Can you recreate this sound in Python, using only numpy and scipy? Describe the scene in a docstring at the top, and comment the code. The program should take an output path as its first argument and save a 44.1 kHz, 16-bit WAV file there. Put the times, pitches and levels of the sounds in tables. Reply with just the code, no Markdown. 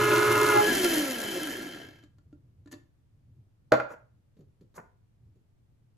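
"""In a small room, a blade coffee grinder whines on a wooden table, is let go and coasts to a stop.
Its shaft tones follow the speed; grounds excite the resonances of cup and blade as filtered noise.
The plastic lid is pulled off, knocked down on the table and picked up again: blows set decaying modes going.
The room's reflections differ between left and right, over a low rumble and faint hiss."""
import sys
import numpy as np
from scipy import signal
from scipy.fft import rfft, irfft
from scipy.io import wavfile

SR = 44100
rng = np.random.default_rng(int(sys.argv[2]) if len(sys.argv) > 2 else 0)


def master_out(mix):
    """Clip the mix to full scale and print it as 16-bit PCM to the path in sys.argv[1]."""
    frames = np.transpose(np.atleast_2d(mix))
    ceiling = np.clip(frames, -1, 1)
    pcm = np.round(ceiling * 32767).astype(np.int16)
    wavfile.write(sys.argv[1], SR, pcm)


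N = 263277
TIME, BINS = np.arange(N) / SR, np.fft.rfftfreq(N, 1 / SR)  # s, Hz

# Spectrum of hard contact ticks. Each row: frequency in Hz, relative level in dB per Hz.
TICK_SPECTRUM = [(200, -5.5), (1000, 8), (2700, -0.5), (4500, 2.5), (5500, -5), (7000, 2), (9000, -8.5),
                 (14500, -18.5)]
# Spectrum of clattering and juddering plastic. Each row: frequency in Hz, relative level in dB per Hz.
CLATTER_SPECTRUM = [(90, -25), (200, -5.5), (420, -8), (820, -0.5), (1100, -5), (1420, -3.5), (2400, -16),
                    (3000, -25), (8000, -43.5)]

RELEASE_S = 0.5877  # the lid is let up and the power goes
RUN_HZ, COAST_S = 421.6, .69  # steady shaft speed, and the moment in s at which it starts to coast
LOAD_S, LOAD_HALF_S = .595, .06  # packed grounds load the blade once: middle and half length
CHURN_FADE_DB_PER_S = 228.5  # shared by the sounds of grounds and air under power


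def amp(db):
    """Decibels to gain: 20 dB is a factor of ten in amplitude."""
    return 10 ** (np.asarray(db) / 20)


def unit(x):
    """Normalization: scales to rms 1."""
    return x / np.sqrt(np.mean(x ** 2) + 1e-20)


def read(points, hz):
    """Linear interpolation of a spectrum table on a log-frequency axis."""
    f, value = np.transpose(points)
    return np.interp(np.log(hz + 1), np.log(f + 1), value)


def colour(x, points):
    """Minimum-phase filtering: the ringing follows its cause, and white noise keeps its power."""
    log_gain = np.log(unit(amp(read(points, abs(np.fft.fftfreq(8192, 1 / SR))))))
    minimum_phase = np.exp(np.conj(signal.hilbert(log_gain)))
    taps = np.fft.ifft(minimum_phase).real[:4096]
    return signal.oaconvolve(x, taps)[:N]


def noise():
    """White noise: equal power per Hz."""
    return rng.standard_normal(N)


def drift(hz):
    """Low-passed noise: slow chance up to a rate, at rms 1."""
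    return unit(irfft(rfft(noise()) / (1 + (BINS / hz) ** 4), N))


def grains(per_s):
    """Shot noise: tiny clicks at random moments, of random size, at rms 1."""
    return unit(noise() * (rng.random(N) < per_s / SR))


def bump(s, half):
    """Gaussian envelope: a smooth rise and fall, down to 1/e at the half length."""
    return np.exp(-((TIME - s) / half) ** 2)


def fade(db_per_s, start=RELEASE_S):
    """Exponential decay: decibels lost since a moment, by default since the lid was let up."""
    return -db_per_s * np.maximum(TIME - start, 0)


def burst(s, db, decay):
    """Exponential decay of noise that starts at once."""
    envelope = (TIME >= s) * np.exp(-abs(TIME - s) / decay)
    return amp(db) * envelope * noise()


def blow(s, db, contact):
    """Contact pulse of fixed impulse: a longer contact is a duller blow."""
    u = np.clip((TIME - s) / max(contact, 4 / SR), 0, 1)
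    push = u * (1 - u)
    return amp(db) * push / np.sum(push)


def ring(blows, modes, in_step=False):
    """Modal synthesis: blows set decaying modes going, with alternating signs or all in step."""
    t = np.arange(SR // 2) / SR
    shape = 0
    for k, (hz, db, t60) in enumerate(modes):
        start = -1j if in_step else (-1) ** k  # in step: every mode starts as a sine
        shape = shape + start * amp(db - 60 * t / t60) * np.exp(2j * np.pi * hz * t)
    return signal.oaconvolve(blows, shape.real)[:N]


def response(hz, modes):
    """Resonance curves summed: complex gain of a set of modes at a frequency."""
    return sum(amp(db) / (1 + 1j * (hz / f - f / (hz + 1e-6)) * f / width) for f, width, db in modes)


def resonate(x, hz, width):
    """Heterodyne resonator: a low-pass shifted to a centre that follows a curve, with gain 1 there."""
    turn = np.exp(2j * np.pi * np.cumsum(hz) / SR)
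    r = np.exp(-np.pi * width / SR)
    return 2 * (turn * signal.lfilter([1 - r], [1, -r], x / turn + 1e-18)).real


def background():
    """Stationary filtered noise: a faint hiss, different left and right, under a shared rumble that wanders."""
    # Each row: frequency in Hz, relative level in dB per Hz.
    rumble_spectrum = [(20, -35.5), (54, -6.5), (115, 4), (180, -11.5), (320, -21), (600, -37.5),
                       (1500, -59)]
    # Swells of the rumble. Each row: middle in seconds, half length in seconds, rise in dB.
    rumble_swells = [(2.198, 0.85, 8), (3.356, 0.1, 7.5), (5.303, 0.1, 7.5)]
    air_spectrum = [(60, 3.0), (300, -11.5), (1000, -24.0), (4000, -33.5), (14000, -40.5)]  # Hz, dB per Hz
    swell_db = sum(db * bump(s, half) for s, half, db in rumble_swells)
    rumble = colour(noise(), rumble_spectrum) * amp(-66.5 + swell_db + 1.8 * drift(9.6))
    air = np.array([colour(noise(), air_spectrum) for _ in range(2)])
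    return rumble + amp(-69.0) * air


def shaft_speed():
    """Rotor dynamics, in turns per second: steady but for one sag, then slowed by drag and friction."""
    drag_per_s, friction_hz_per_s = .645, 174  # air drag grows with speed, bearing friction does not
    sag_hz = 5.6
    left = np.exp(-drag_per_s * np.maximum(TIME - COAST_S, 0))
    coasting = RUN_HZ * left - friction_hz_per_s / drag_per_s * (1 - left)
    return np.maximum(coasting - sag_hz * bump(LOAD_S, LOAD_HALF_S), .01)


def follow(speed, law):
    """Power law of source level in dB against shaft speed, falling faster once the grounds settle."""
    settle_hz = 108.4  # below this speed the grounds drop out of the whirl
    full_db, power, settle_db = law
    settling = np.maximum(1 - speed / settle_hz, 0)
    return full_db + power * 20 * np.log10(speed / RUN_HZ) - settle_db * settling


def motor(speed, turns):
    """Tones locked to rotation: shaft multiples and blade pass, with mains hum and the housing's wobble."""
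    # Each row: multiple of the shaft speed, relative level in dB, start of the fade in seconds.
    whine_tones = [(1, 2.5, .64), (3, -3.5, .59), (4, -6.5, .72), (5, -8, .59), (6.38, -16.5, 0.54),
                   (8.33, -25, 0.39)]
    whine_db, waver_db, whine_fade_db_per_s = -26.2, 1.7, 170
    blade_pass_db, load_swell_db = -35.5, 18.5
    mains_hz, mains_db, mains_fade_db_per_s = 122, -40.5, 501.5
    # one shaft tone swells briefly as the drive is lost
    jolt_multiple, jolt_db = 4, 6 * bump(COAST_S, .045)
    shaken = turns + .003 * drift(20)  # phase in turns, shaken by the load
    whine = 0
    for k, db, end in whine_tones:
        tone_db = whine_db + db + waver_db * drift(13) + fade(whine_fade_db_per_s, end)
        tone_db = tone_db + jolt_db * (k == jolt_multiple)
        whine = whine + amp(tone_db) * np.cos(2 * np.pi * (k * shaken + rng.random()))
    blade_db = blade_pass_db + load_swell_db * bump(LOAD_S, LOAD_HALF_S) + fade(CHURN_FADE_DB_PER_S, LOAD_S)
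    blade = amp(blade_db) * unit(np.sin(2 * np.pi * 2 * shaken))  # two tips pass in each turn
    mains_level = amp(mains_db + fade(mains_fade_db_per_s) + 2 * drift(5.3))
    mains = mains_level * np.sin(2 * np.pi * mains_hz * TIME)
    return whine + blade + mains + wobble(speed, turns)


def swirl():
    """Cavity resonance: the air in the cup howls, its modes shifting with the whirling cloud of grounds."""
    # Each row: time in seconds, pitch in Hz, level in dB.
    howl_path = [(0, 1442, -35), (.15, 1442, -34.5), (0.281, 1460, -33), (.39, 1404, -34.5),
                 (0.482, 1445, -28.5), (.55, 1400, -37.5), (0.601, 1360, -34)]
    # Air modes that move together. Each row: multiple of that pitch, relative level in dB.
    air_modes = [(.695, -6.5), (1, 1), (1.84, -16)]
    width_hz = 45  # of each of two resonators in series
    s, hz, db = np.transpose(howl_path)
    pitch, howl = np.interp(TIME, s, hz), 0
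    for multiple, mode_db in air_modes:
        once = resonate(noise(), multiple * pitch, width_hz)
        twice = resonate(once, multiple * pitch, width_hz)
        howl = howl + amp(mode_db) * unit(twice)
    return howl * amp(np.interp(TIME, s, db) + fade(CHURN_FADE_DB_PER_S))


def grounds(speed, turns):
    """Granular excitation: flung grounds ring cup and blade once a turn; slowing, the sweeps come apart."""
    # Cup struck by the grounds. Each row: frequency in Hz, width in Hz, relative level in dB.
    cup_modes = [(314, 66, 7), (530, 280, -8.5), (669, 50, -5), (1371.5, 62, -3), (1635, 120, -0.5),
                 (2037, 63, -9), (2635, 68, -8), (4012, 92, -13), (4560, 290, -20)]
    # Steel blade, its response applied twice. Each row: frequency in Hz, width in Hz, level in dB, per pass.
    blade_modes = [(3080, 220, 0)]
    # Clumps falling into the blade. Each row: middle and half length in seconds, rattle and hiss rise in dB.
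    clumps = [(0.498, 0.025, 1.5, 1.5), (0.715, 0.092, 5.5, 2), (0.849, 0.014, 5.5, 6.5),
              (0.962, 0.12, 5.5, 6), (1.42, 0.19, 5, 4.5), (1.797, 0.12, 7, 5), (1.985, 0.075, 2.5, -5)]
    # Spectra of hiss and churn. Each row: frequency in Hz, relative level in dB per Hz.
    hiss_spectrum, churn_spectrum = [(300, -23), (2000, -2.5), (3600, -7.5), (4700, -5.5), (7000, -3.5),
                                     (9000, 1.5), (13400, -8), (14500, -5)], [(50, -42), (115, -4), (200, -25.5), (355, 4),
                                                   (480, -15.5), (610, -5.5), (780, -21), (1020, -2.5),
                                                   (1150, -12.5), (1400, -5), (1650, -18.5), (2700, -15.5),
                                                   (3400, -22.5), (8000, -36.5)]
    # Each: level in dB at full speed, power of the speed, dB lost as the grounds settle.
    rattle_law, hiss_law = (-37.5, 1.076, 9.7), (-35, 1.4, 33)
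    wall_rattle_db = -7  # under power the grounds ride the wall and rattle less
    blade_ring_db, blade_damped_db = -11.5, -17.5  # driven through the grounds, the blade is damped
    churn_db, chips_db, chips_per_s = -29, -42, 70

    clump_db, clump_hiss_db = sum(np.outer(db, bump(s, half)) for s, half, *db in clumps)
    powered = np.clip(1 - (TIME - RELEASE_S) / 0.036, 0, 1)
    rattle_db = follow(speed, rattle_law) + clump_db + wall_rattle_db * powered

    # each turn has its own chance strength
    sweep_size = amp(2.0 * np.clip(rng.standard_normal(N), -1.5, 1.5))[turns.astype(int)]
    sweeps = sweep_size * np.exp(-(turns % 1) / 0.42)
    apart = .5 / (1 + speed / 600)
    moving = speed > 18  # below this speed in Hz the grounds lie still
    flow = np.sqrt(1 - apart + apart * 7 * sweeps ** 2) * moving
    knocks = np.diff(np.floor(turns), prepend=0) * sweep_size * np.sqrt(SR / (speed + 60))
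    strikes = flow * noise() + .5 * knocks * moving

    detune = 1 + .008 * drift(7.7)  # the shifting grounds detune the cup
    cup = sum(amp(db) * resonate(strikes, hz * detune, width) for hz, width, db in cup_modes)
    rattle = unit(cup) * amp(rattle_db)
    blade_db = rattle_db + blade_ring_db + blade_damped_db * powered + 3 * drift(15)  # its ring flutters
    blade = unit(irfft(rfft(strikes) * response(BINS, blade_modes) ** 2, N)) * amp(blade_db)

    hiss = colour(flow * noise() * amp(2.8 * drift(190)), hiss_spectrum)
    hiss = hiss * amp(follow(speed, hiss_law) + clump_hiss_db)
    churn = colour(flow * noise() * amp(2 * drift(97)), churn_spectrum)
    churn = churn * amp(churn_db + clump_db + fade(CHURN_FADE_DB_PER_S))
    # coarse chips of bean tick against the cup under power
    chips = colour(grains(chips_per_s), TICK_SPECTRUM) * amp(chips_db + fade(CHURN_FADE_DB_PER_S))
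    return rattle + blade + hiss + churn + chips


def wobble(speed, turns):
    """Swept resonance: the freed shaft's tones glide down, each swelling as it crosses a housing mode."""
    # Housing shaken by the shaft, gain raised to the power 1.5 below.
    # Each row: frequency in Hz, width in Hz, level in dB, before that power.
    housing_modes = [(300, 30, 0), (351, 26, -2), (522, 40, -6)]
    # Level in dB at full speed, power of the speed, dB lost as the grounds settle.
    wobble_law = (-23.5, .6, 12)
    overtone_db = -21  # part of each overtone that bypasses the housing modes, before division by k
    # a slow blade is jostled more by the grounds
    jostled = turns + (.015 + .15 * np.clip(1 - speed / 260, 0, 1)) * drift(28)
    tones = 0
    for k in range(1, 7):
        boost = response(k * speed, housing_modes)
        direct = amp(overtone_db + 3 * drift(25)) * (k > 1)
        gain = (boost * np.sqrt(abs(boost)) + direct) / k
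        tones = tones + (gain * np.exp(2j * np.pi * (k * jostled + rng.random()))).real
    freed = np.clip((TIME - RELEASE_S) / (COAST_S - RELEASE_S), 0, 1)
    return freed * amp(follow(speed, wobble_law) + 2 * drift(25)) * tones


def grinder_taps():
    """Impact on modes: the last grains and the lid's catch tick against the body and the seated lid."""
    # Grinder body, then the lid while it sits on the cup.
    # Each row: frequency in Hz, relative level in dB, 60 dB decay time in seconds.
    body_modes, seated_lid_modes = [(295, 15, 0.064), (342, 0.5, 0.12), (588, -6.5, 0.17),
                                    (1010, -4.5, 0.11), (1750, 5, 0.12), (1904, -9, 0.087),
                                    (2677, -11, 0.14), (3530, -12, 0.13), (4520, -7, 0.13)], [(1380, 4, 0.072)]
    # Each row: start in seconds, body blow in dB, contact time in seconds,
    # tick level in dB, tick decay in seconds, lid blow in dB.
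    body_taps = [(2.037, -61.5, 0.00067, -61.5, 0.0091, -79), (2.184, -74, 0.00064, -65.5, 0.0046, -71),
                 (2.328, -54, 0.00145, -71, 0.0046, -69), (2.659, -55, 0.0017, -65, 0.0049, -71),
                 (2.674, -61, 0.00043, -62.5, 0.0071, -81), (2.714, -65, 0.00012, -53.5, 0.009, -83),
                 (2.727, -53, 0.000089, -52, 0.007, -82), (2.738, -47.5, 0.0015, -51, 0.0059, -79)]
    blows = sum(blow(s, db, contact) for s, db, contact, *_ in body_taps)
    ticks = sum(burst(s, db, decay) for s, _, _, db, decay, _ in body_taps)
    on_lid = sum(blow(s, db, contact=.00015) for s, *_, db in body_taps)
    return ring(blows, body_modes) + ring(on_lid, seated_lid_modes) + colour(ticks, TICK_SPECTRUM)


def hands():
    """Soft impact and stick-slip: fingers thud and brush; the sliding lid's rim hisses and judders."""
    # Fingers letting go and gripping again.
    # Each row: start in seconds, thud in dB, thud decay in seconds, brush in dB.
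    thumps = [(4.368, -56.5, 0.031, -75.5), (4.39, -49, 0.021, -86), (4.407, -55.5, 0.013, -75.5),
              (4.61, -50.5, 0.022, -72), (4.742, -65, 0.027, -69), (4.779, -49.5, 0.034, -80),
              (5.357, -58.5, 0.016, -83)]
    # Lid sliding off the cup and over the table.
    # Each row: middle in seconds, half length in seconds, hiss in dB, judder in dB.
    slides = [(2.724, 0.0078, -49.5, -79), (3.918, 0.022, -64, -47), (4.767, 0.015, -58, -56.5),
              (4.781, 0.0029, -82.5, -43.5), (4.789, 0.0023, -77, -46), (4.798, 0.0093, -76, -48)]
    # Spectra of thuds and of sliding plastic. Each row: frequency in Hz, relative level in dB per Hz.
    thud_spectrum, scuff_spectrum = [(60, -18.5), (135, 9), (200, 2.5), (430, -0.5), (650, -18),
                                     (1000, -41), (3000, -44)], [(500, 6), (3500, 0.5), (7000, 15.5), (14000, 4.5)]
    slips_per_s = 1500  # sliding plastic catches and slips
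    thuds = sum(burst(s, db, decay) for s, db, decay, _ in thumps)
    brushes = sum(burst(s, db, decay=0.014) for s, *_, db in thumps)
    hiss_level, judder_level = sum(np.outer(amp(db), bump(s, half)) for s, half, *db in slides)
    scuff = hiss_level * (noise() + grains(slips_per_s)) / np.sqrt(2)
    # slips are softer than blows
    judder = signal.lfilter(*signal.butter(3, 1900, fs=SR), judder_level * grains(slips_per_s))
    fingers = colour(thuds, thud_spectrum) + colour(brushes, TICK_SPECTRUM)
    return fingers + colour(scuff, scuff_spectrum) + colour(judder, CLATTER_SPECTRUM)


def lid():
    """Impact on modes: the rim knocks the table top, rings and chatters as it settles."""
    # Table top under the lid, then the free lid.
    # Each row: frequency in Hz, relative level in dB, 60 dB decay time in seconds.
    table_modes, lid_modes = [(128, -15, 0.22), (305, 0, 0.06), (490, 6, 0.065), (570, 5, 0.06),
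                              (634, 7, 0.065)], [(1275, -10, 0.0689), (1394, 0.5, 0.1), (1450, -2, 0.085),
                                                   (1575, -15.5, 0.077), (2040, -12.5, 0.09),
                                                   (2477, -13, 0.05), (6200, -21, 0.06)]
    # Each row: start in seconds, table blow in dB, lid blow in dB, tick in dB, clatter in dB.
    lid_hits = [(3.7202, -16.5, -19.5, -23, -17), (3.736, -28, -39, -39, -20),
                (3.752, -46, -38, -50, -31.5), (3.8, -65, -29, -47, -30), (3.906, -49, -44.5, -65, -51),
                (3.935, -50.5, -52.5, -66, -49)]
    knocks = sum(blow(s, db, contact=.0007) for s, db, *_ in lid_hits)
    blows = sum(blow(s, db, contact=.00022) for s, _, db, *_ in lid_hits)
    ticks = sum(burst(s, db, decay=0.0028) for s, *_, db, _ in lid_hits)
    clatter = sum(burst(s, db, decay=.009) for s, *_, db in lid_hits)
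    rings = ring(knocks, table_modes) + ring(blows, lid_modes, in_step=True)
    return rings + colour(ticks, TICK_SPECTRUM) + colour(clatter, CLATTER_SPECTRUM)


def room(x, wet_db, early_db):
    """Reverberation: direct sound, near reflections and a diffuse tail, different left and right."""
    # Each row: frequency in Hz, 60 dB decay time in seconds.
    decay_times = [(100, 0.25), (400, 0.37), (1500, 0.37), (5000, 0.31), (13000, 0.24)]
    size = int(SR * .7)
    hz, t, z = signal.stft(rng.standard_normal((2, size)), SR, nperseg=256)
    decay = amp(-60 * t / read(decay_times, hz)[:, None])
    onset = np.minimum(t / .012, 1)
    tail = signal.istft(z * decay * onset, SR, nperseg=256)[1]
    t = np.arange(tail.shape[1]) / SR
    early = rng.standard_normal(len(t)) * t * np.exp(-t / 0.0012)
    early = signal.lfilter(*signal.butter(2, 500, "high", fs=SR), early)
    shared, apart = amp(wet_db) * tail / np.linalg.norm(tail[0])
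    apart = apart + amp(early_db) * early / np.linalg.norm(early)
    # the echoes differ between left and right mainly in the middle range
    apart = signal.lfilter(*signal.butter(3, [380, 5200], "band", fs=SR), apart)
    echoes = np.array([shared + apart, shared - apart])
    return x + signal.oaconvolve(x[None], echoes, axes=1)[:, :N]


def scene():
    """Superposition: grinder, lid and hands, each with its room sound, over the background."""
    speed = shaft_speed()
    turns = np.cumsum(speed) / SR
    drive = room(motor(speed, turns) + swirl(), wet_db=-25, early_db=-15)
    cup = room(grounds(speed, turns), wet_db=-9.5, early_db=-10)
    touches = room(grinder_taps() + hands(), wet_db=-11.0, early_db=-4.5)
    knock = room(lid(), wet_db=-10, early_db=-5) * amp([[-.7], [.7]])  # dB: the right is louder
    return drive + cup + touches + knock + background()


def record(dry):
    """Stereo colouring: a chosen phase difference between left and right widens the treble; then a low-pass."""
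    # Each row: frequency in Hz, chosen phase difference between left and right in radians.
    stereo_phase = [(60, 0), (550, -.2), (830, -2.1), (1000, -.5), (1300, .4), (3100, -.8), (3900, -.2),
                    (5000, -1.5), (5700, -.3), (6800, 0), (7400, 1.6), (8500, 3.1), (9600, 3.2),
                    (11300, 6.2), (13000, 6.4), (14200, 9.3)]
    cutoff_hz = 14700
    half_turn = np.exp(.5j * read(stereo_phase, np.fft.rfftfreq(1024, 1 / SR)))
    taps = np.fft.fftshift(irfft(np.array([half_turn, np.conj(half_turn)])), axes=1)
    stereo = signal.oaconvolve(dry, taps[:, 1:], "same", axes=1)
    low_pass = signal.firwin(401, cutoff_hz, window=("kaiser", 9), fs=SR)
    return signal.oaconvolve(stereo, low_pass[None], "same")


dry = scene()
out = record(dry)
master_out(out)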